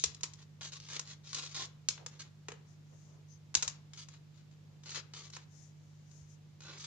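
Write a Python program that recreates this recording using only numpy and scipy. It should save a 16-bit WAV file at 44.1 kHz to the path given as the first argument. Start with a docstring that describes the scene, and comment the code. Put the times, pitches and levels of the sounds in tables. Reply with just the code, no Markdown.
"""A thin wand and small claws tap, skip and scrape over floor, rug and a plastic ball-track toy.
Kittens are playing in a small living room. Taps are short clicks that set plastic ringing; scrapes are
runs of tiny slips. The toy rattles in bursts and knocks with low fading tones, paws thud as slow sine
cycles, cloth and shuffling pads are swelling noise, and a low mains hum lies over soft air noise."""
import sys
import numpy as np
from scipy import signal
from scipy.fft import rfft, irfft
from scipy.io import wavfile

SR = 44100
rng = np.random.default_rng(int(sys.argv[2]) if len(sys.argv) > 2 else 0)


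def pcm_store(signal):
    """Save signal as 16-bit PCM."""
    levels = np.round(np.clip(np.atleast_2d(signal), -1, 1) * 32767)
    wavfile.write(sys.argv[1], SR, levels.astype(np.int16).T)


N = 302526
TIME = np.arange(N) / SR

# All event levels are relative: the gains in the functions and the room also shape them.
# sharp taps of wand tip and claws: [t/s, level/dB, low clack against bright tick/dB]
TAP_EVENTS = [(0.039, -13.5, -16), (0.1463, -39, -59), (0.2087, -42.5, -4.5), (0.2326, -22, -20),
              (0.2382, -28.5, -5), (0.3354, -41, -24), (0.9942, -25, -9.5), (1.3462, -26, -28),
              (1.653, -37, -28), (1.8861, -14.5, -16.5), (1.9781, -53, 12), (2.0625, -30, -5.5),
              (2.4844, -34, 4), (2.5187, -40.5, 5), (3.5423, -30.5, -3.5), (3.5506, -10.5, -13.5),
              (3.6243, -21.5, -10), (3.6284, -20.5, -8.5), (3.678, -21.5, -12), (4.086, -42, -5.5),
              (4.138, -52, 0), (4.9042, -36, -14), (5.3013, -44, -8), (5.3667, -38, 3.5),
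              (6.114, -52.5, -14)]
# strokes over floor and rug: [t/s, length/s, level/dB, place of the hardest push 0-1,
# landing snap against the rub/dB, brightness/dB per octave, left over right/dB]
STROKE_EVENTS = [ (0.0, 0.079, -49, 0, 31, 6, 5.5), (0.369, 0.062, -59.5, 0.93, 10, -2, 3),
                 (0.61, 0.078, -45, 0.38, 22, 0, 3.5), (0.721, 0.051, -47.5, 0.57, 24.5, 1, 4.5),
                 (0.801, 0.076, -56, 0.57, 36.5, -0.5, 3.5), (0.885, 0.087, -40, 0.98, -3, 0, 3.5),
                 (1.055, 0.087, -52, 0.55, 24, -0.5, 3), (1.236, 0.13, -47, 0.8, 14, 0, 5.5),
                 (1.331, 0.14, -41, 0.38, 31, 0.4, 4), (1.487, .05, -50.5, 0.55, 17, 0, 4.5),
                 (1.546, 0.1, -39.5, 0.29, 24.5, 0.5, 3), (2.115, 0.073, -62.5, .3, 19, -2.5, 2),
                 (2.193, .028, -46.5, 0.64, 1, -1, 2), (2.235, 0.041, -61, 0.2, 15, -3.5, 4),
                 (3.935, 0.03, -58, .05, 33.5, 0.5, 5), (3.974, 0.064, -50.5, 0.2, 17, -1, 3.5),
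                 (4.094, .075, -62, .6, 11, -2, 4.5), (4.344, .07, -69.5, 0.4, 26, -1.5, 9),
                 (4.514, 0.025, -70.5, 0.3, 28, -4, 8), (4.836, 0.018, -58.5, .1, 27, -0.5, 5),
                 (4.859, 0.078, -47, 0.51, 25.5, -1.1, 3.5), (4.946, 0.05, -40, 0.35, 15, -0.5, 6),
                 (5.137, 0.087, -48.5, 0.14, 28.5, 0.5, 4), (5.234, 0.047, -54.5, .15, 22, -1, 7),
                 (5.327, 0.03, -46, 0.93, 14, 1.5, 3), (5.37, .065, -62.5, 0, 15, -3, 1),
                 (6.606, .17, -49.5, 0.53, 30.5, -1.5, 2), (6.782, 0.075, -45.5, 0.93, 24, 0.7, 2.5)]
# quick rebounds inside the struck toy: [t/s, level/dB, decay/s]
RATTLE_EVENTS = [(0.240, -23.5, 0.0044), (3.552, -14, 0.0028), (3.625, -29, 0.0032), (3.680, -23, 0.0025)]
# hollow knocks, each on another part of the shell: [t/s, level/dB, pitch factor]
KNOCK_EVENTS = [(0.038, -42, 1.03), (0.24, -53, 0.92), (0.996, -57, 1.13), (1.889, -52.5, 1),
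                (2.062, -54, 1.14), (2.487, -42.5, 1), (2.521, -47.5, 1.1), (3.554, -47, .8),
                (3.629, -52, 1.1), (4.974, -59, 1.15), (5.368, -67, 0.88)]
# soft thuds of paws on the floor: [t/s, level/dB]
THUD_EVENTS = [(0.054, -46), (0.296, -60), (3.557, -49.5), (3.657, -51.5), (6.207, -53)]
# cloth sliding near the left microphone as the arm moves: [t/s, length/s, level/dB]
CLOTH_EVENTS = [(2.64, 0.14, -72), (2.80, 0.44, -71.5), (5.47, .27, -64), (5.62, 0.62, -78),
                (6.05, 0.25, -66.5), (6.26, 0.12, -67)]
# one thin squeak of the cloth: [t/s, length/s, level/dB]
SQUEAK_EVENTS = [(3.27, 0.12, -62.5)]
# paws shuffling on the floor: [t/s, length/s, level/dB]
SHUFFLE_EVENTS = [(1.96, 0.12, -58.5), (2.905, 0.068, -65.5), (3.0, 0.28, -68), (4.6, 0.22, -73.5)]

# sound colour of the bright part of a tap: [f/Hz, level/dB per Hz]
TICK_COLOUR = [(150, -25.5), (800, -34), (2000, -13), (3800, -4.5), (5500, -2), (6900, 1.5), (7500, -4.5),
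               (8200, -18), (9700, -22), (10700, -36.5), (13000, -60.5)]
# sound colour of the duller part of a tap: [f/Hz, level/dB per Hz]
CLACK_COLOUR = [(120, -39.5), (400, -6.5), (700, -3), (1000, 4), (1700, 2), (2800, 2), (5000, -4),
                (9000, -44.5)]
# sound colour of the dragging tip: [f/Hz, level/dB per Hz]
SCRAPE_COLOUR = [(170, -36), (300, -11), (430, -8), (750, -12), (1100, -4), (1700, -5.5), (2800, -3),
                 (3900, 2.5), (5500, 0), (7000, 2), (7600, -11), (8300, -18.5), (10000, -28), (11500, -64)]
# sound colour of the rattling parts: [f/Hz, level/dB per Hz]
RATTLE_COLOUR = [(200, -27), (600, -8.5), (1000, -18.5), (1600, -4.5), (2200, 2.5), (3200, -1.5),
                 (4300, -2), (5600, 6), (7200, 5.5), (8200, -17.5), (10000, -34), (12000, -38.5)]
# sound colour of sliding cloth: [f/Hz, level/dB per Hz]
CLOTH_COLOUR = [(1000, -15), (1950, -12.5), (2700, -24), (4200, -14), (5500, -1), (6600, 3.5), (7300, -3),
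                (8000, -16.5), (10500, -22.5), (13000, -53)]
# sound colour of the cloth squeak: [f/Hz, level/dB per Hz]
SQUEAK_COLOUR = [(3000, -40), (5000, -14.5), (5800, -13), (6200, 2), (6600, -11), (7600, -32), (10000, -44)]
# sound colour of the shuffling pads: [f/Hz, level/dB per Hz]
PAW_COLOUR = [(150, -38), (380, 5), (600, 0.5), (1100, -5.5), (2500, -18), (6000, -41)]

# ringing of the struck plastic: [f/Hz, width/Hz, level/dB]
PLASTIC_RING = [(2430, 69, -13.5), (3277, 29, -8.5), (3950, 46, 11.5), (4300, 45, -6), (4650, 26, -3.5),
                (5204, 32, 0), (5300, 120, -19), (5420, 360, -0.5), (5830, 280, -7), (6700, 330, -8),
                (8160, 110, -8)]
# hollow body of the toy, before pitch factor and ring share: [f/Hz, level/dB, time to fall 60 dB/s]
TOY_BODY = [(370, -14, .06), (425, 0, .085), (500, -14, .05), (1000, -14, .05)]
# nearby surfaces, left then right microphone, before the reach factor: [delay t/s, level/dB]
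NEAR_ECHOES = [
    [(.00215, -13), (.0029, -5.5), (.0041, -8.5), (.0082, -10)],
    [(.0022, -1), (.0028, -12.5), (.0038, -1), (.0063, -30)],
]
# fading of the room: [f/Hz, time to fall 60 dB/s]
ROOM_FADE = [(100, 0.84), (500, 0.59), (2000, 0.39), (5000, 0.25), (9000, 0.18)]
# mains hum: [f/Hz, level/dB rms before panning]
HUM_TONES = [(50, -82), (100, -66), (120.5, -79.5), (150, -57.5), (200, -79)]
# sound colour of the still air: [f/Hz, level/dB per Hz]
AIR_COLOUR = [(20, -3.5), (45, -6), (75, 7), (110, 17), (160, 15), (240, 7), (300, 4.5), (410, 1.5),
              (650, -3.5), (1500, -8.5), (4000, -9.5), (7200, -12.5), (8500, -25.5), (14500, -27)]
# likeness of left and right in noise and room tail: [f/Hz, likeness 0-1]
LIKENESS = [(50, 0.69), (200, 0.27), (500, 0.25), (1500, 0.1), (5000, 0.035)]

SWELL_DB_PER_S, EASE_DB_PER_S = 118.5, 59.5  # the rub grows up to the hardest push and eases after it
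LIFT_S = 0.007  # the tip leaves the surface
SLIPS_PER_S, CATCHES_PER_S = 1400, 120  # the tip slips all the time and now and then catches hard
CATCH_DB, RUB_DB = -3, -15  # against the slips
GLIDE_POWER = 1.46  # the sound of a soft slide follows its speed to this power
AIR_DB = -64  # rms
EDGE_HZ = 15200  # top of the recorder's band


def taps(tick_db=5, clack_db=3, side_db=4.0, count=3):
    """A bright tick and a duller clack; the tip skips a few times, and each place has its own echoes."""
    out = np.zeros((2, N))
    tick, clack = pulse(TICK_COLOUR), pulse(CLACK_COLOUR)
    tick /= abs(signal.hilbert(tick)).max()
    clack /= abs(signal.hilbert(clack)).max()
    for s, db, low_db in TAP_EVENTS:
        force = np.zeros(SR // 100)
        force[0] = 1
        skips = np.cumsum(rng.uniform(0.0005, 0.0018, count))
        skip_gains = amp(-13 - 2 * np.arange(count)) * rng.choice([-1, 1], count)
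        force[(skips * SR).astype(int)] = skip_gains
        blow = amp(tick_db) * tick + amp(clack_db + low_db) * clack
        sound = panned(side_db + rng.standard_normal()) * convolve(force, blow)
        echoed = room(sound, wet_db=-7.0, reach=rng.uniform(0.83, 1.15))
        add(out, s + 0.00069, amp(db) * echoed)
    return ringing(out, ring_db=-9)


def scrapes(scrape_db=-3.5, wet_db=-10, count=6):
    """The tip lands with a snap and drags from spot to spot, each with its own colour and echoes."""
    out = np.zeros((2, N))
    hz = np.geomspace(150, 14000, num=64)
    t = np.arange(SR // 4) / SR
    for s, length, db, crest, land_db, tilt_db, side_db in STROKE_EVENTS:
        force, spot = slips(count=len(t), spots=count)
        force[:, 0] = amp(land_db)
        force *= amp(db) * panned(side_db) * pressure(t, length, crest)
        tilts = tilt_db + 1.3 * rng.standard_normal((count, 1))
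        unevenness = 2.2 * rng.standard_normal((count, len(hz)))
        colours = read(SCRAPE_COLOUR, hz) + tilts * np.log2(hz / 4000) + unevenness
        for k in np.unique(spot).astype(int):
            click = pulse(np.c_[hz, colours[k]], size=1024)
            sound = convolve(force * (spot == k), click)
            add(out, s, room(sound, wet_db=wet_db, reach=rng.uniform(0.75, 1.3)))
    return amp(scrape_db) * out


def slips(count, spots):
    """Stick and slip: small snaps and sparse hard catches over a faint rub, with the spot of each."""
    t = np.arange(count) / SR
    sizes = amp(4.5 * np.minimum(rng.exponential(1, count), 3.6))
    sizes *= rng.choice([-1, 1], count)
    snaps = unit(sizes * (rng.random(count) < SLIPS_PER_S / SR))
    catches = unit(rng.uniform(0.46, 1, count) * (rng.random(count) < CATCHES_PER_S / SR))
    rub = amp(RUB_DB) * rng.standard_normal((2, count))
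    spot = np.floor(14 * t + rng.random(count)) % spots  # neighbouring spots overlap at random
    return unit(snaps + amp(CATCH_DB) * catches + rub), spot


def pressure(t, length, crest):
    """One stroke: the push grows to its crest, eases off, and the tip lifts."""
    past = t - np.clip(crest, 0, 1) * length
    push_db = np.minimum(SWELL_DB_PER_S * past, -EASE_DB_PER_S * past)
    return amp(push_db) * np.exp(-np.maximum(t - length, 0) / LIFT_S)


def rattles(rebounds_per_s=2500):
    """Loose plastic parts buzz against each other for a few milliseconds and ring."""
    out, t = np.zeros((2, N)), np.arange(SR // 30) / SR
    for s, db, decay_s in RATTLE_EVENTS:
        signs = rng.choice([-1, 1], (2, len(t)))
        hits = rng.random((2, len(t))) < rebounds_per_s / SR
        force = signs * hits * np.exp(-t / decay_s)
        force /= np.linalg.norm(force, axis=1, keepdims=True) + 1e-9
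        sound = room(convolve(force, pulse(RATTLE_COLOUR)), wet_db=-7)
        add(out, s, amp(db) * panned(4.18) * sound)
    return ringing(out, ring_db=-6.0)


def ringing(x, ring_db):
    """Each contact leaves the plastic ringing for a few milliseconds."""
    t = np.arange(SR // 20) / SR
    modes = np.zeros(len(t))
    for hz, width, db in PLASTIC_RING:
        fade = np.exp(-np.pi * width * t)  # a wider resonance dies sooner
        modes += amp(db) * 2 * np.pi * width / SR * fade * np.cos(2 * np.pi * hz * t)
    return x + amp(ring_db) * convolve(x, modes)


def knocks(knock_db=-0.5, ring_share=0.57):
    """The hollow shell of the toy rings low and briefly, its pitch set by where it is struck."""
    out, t = np.zeros(N), np.arange(SR // 5) / SR
    for s, db, pitch in KNOCK_EVENTS:
        shell = np.zeros(len(t))
        for hz, mode_db, t60 in TOY_BODY:
            fade = amp(mode_db - 60 * t / (t60 * ring_share))
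            shell += fade * np.sin(2 * np.pi * hz * pitch * t)
        add(out, s, amp(knock_db + db) * shell)
    return out


def thuds(floor_hz=78):
    """A padded paw pushes the floor through a few slow cycles."""
    out, t = np.zeros(N), np.arange(SR // 5) / SR
    swell = t / 0.009  # the push is strongest after 9 ms
    push = swell * np.exp(1 - swell) * np.sin(2 * np.pi * floor_hz * t)
    for s, db in THUD_EVENTS:
        add(out, s, amp(db) * push)
    return out


def rustles(cloth_db=-2, squeak_db=-2, paw_db=-2):
    """Sliding cloth makes a smooth high hiss and one squeak; pads make a dull shuffle."""
    cloth = amp(cloth_db) * slides(CLOTH_EVENTS) * noise(CLOTH_COLOUR, LIKENESS)
    cloth += amp(squeak_db) * slides(SQUEAK_EVENTS) * noise(SQUEAK_COLOUR, LIKENESS)
    shuffle = amp(paw_db) * slides(SHUFFLE_EVENTS) * noise(PAW_COLOUR, LIKENESS)
    return panned(12.3) * cloth + shuffle


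def slides(rows):
    """Gain of soft sliding movements: each swells and fades with its speed, in one arch."""
    gain = np.zeros(N)
    for s, length, db in rows:
        speed = np.sin(np.pi * np.clip((TIME - s) / length, 0, 1))
        gain += amp(db) * abs(speed) ** GLIDE_POWER
    return gain


def room(x, wet_db, reach=1, wall_s=0.021, wall_db=-2, lag_s=0.00007):
    """Direct sound, echoes off floor and furniture, then a short tail that swells as the far wall answers."""
    size = SR // 3
    sparse = rng.choice([-1., 1.], (2, size)) * (rng.random((2, size)) < 4000 / SR)
    hz, t, z = signal.stft(sparse, SR, nperseg=256)
    c = np.clip(read(LIKENESS, hz), -1, 1)[:, None]
    z[1] = c * z[0] + np.sqrt(1 - c ** 2) * z[1]  # the right tail is partly like the left
    z *= amp(-60 * t / read(ROOM_FADE, hz)[:, None])
    z *= 1 - np.exp(-(t / 0.005) ** 2)  # the tail builds up over some 5 ms
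    z *= 1 + amp(wall_db) * np.exp(-((t - wall_s) / 0.0038) ** 2)
    response = signal.istft(z, SR)[1]
    response *= amp(wet_db) / np.linalg.norm(response, axis=1, keepdims=True)
    n = np.arange(SR // 50)
    for ear, lag, echoes in zip(response, (lag_s, 0), NEAR_ECHOES):  # the left ear lags
        ear[round(lag * SR)] += 1
        for s, db in echoes:
            ear[:len(n)] += amp(db) * np.sinc(n - (s * reach + lag) * SR)
    return convolve(x, response)


def background(hum_db=0):
    """Steady mains hum over the still air of the room."""
    hum = np.zeros(N)
    for hz, db in HUM_TONES:
        hum += amp(db) * np.sqrt(2) * np.sin(2 * np.pi * (hz * TIME + rng.random()))
    air = amp(AIR_DB) * noise(AIR_COLOUR, LIKENESS)
    return amp(hum_db) * panned(-1.7) * hum + air


def noise(colour, same):
    """Coloured noise at two microphones, partly alike."""
    hz = np.fft.rfftfreq(N, 1 / SR)
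    a, b = rfft(rng.standard_normal((2, N)))
    c = np.clip(read(same, hz), -1, 1)
    pair = np.array([a, c * a + np.sqrt(1 - c ** 2) * b])
    return unit(irfft(pair * amp(read(colour, hz)), N))


def pulse(colour, size=2048):
    """The shortest causal click of a given colour, with energy 1."""
    log_gain = np.log(amp(read(colour, abs(np.fft.fftfreq(size, 1 / SR)))))
    spectrum = np.exp(np.conj(signal.hilbert(log_gain)))  # the phase that puts the energy first
    click = np.fft.ifft(spectrum).real[:size // 2]
    return click / np.linalg.norm(click)


def read(points, hz):
    """Reads a table of values against frequency on a log-frequency axis."""
    f, value = np.transpose(points)
    return np.interp(np.log(hz + 1), np.log(f + 1), value)


def convolve(x, response):
    """Filters each channel, adding the filter's tail but never running past N samples."""
    return signal.fftconvolve(np.atleast_2d(x), np.atleast_2d(response), axes=1)[:, :N]


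def add(mix, s, sound):
    """Mixes a sound in at time s."""
    part = mix[..., max(round(s * SR), 0):][..., :sound.shape[-1]]
    part += sound[..., :part.shape[-1]]


def panned(db):
    """Left and right gains for a level difference; above zero the left is louder."""
    return amp(np.array([[db], [-db]]) / 2)


def amp(db):
    """Decibels to gain."""
    return 10 ** (np.asarray(db) / 20)


def unit(x):
    """Scales to rms 1."""
    return x / np.sqrt(np.mean(x ** 2) + 1e-20)


def scene():
    """All the play, over the hum; a high-pass, like a small microphone's, keeps deep bass out of the play."""
    play = taps() + scrapes() + rattles() + room(knocks(), wet_db=-11) + thuds() + rustles()
    bass_cut = signal.butter(4, 62, "high", fs=SR, output="sos")
    return signal.sosfilt(bass_cut, play) + background()


def record(dry):
    """The recorder's band limit: a steep filter takes away the highest treble."""
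    low_pass = signal.firwin(511, EDGE_HZ, window=("kaiser", 9), fs=SR)
    return signal.oaconvolve(dry, low_pass[None], "same")


dry = scene()
out = record(dry)
pcm_store(out)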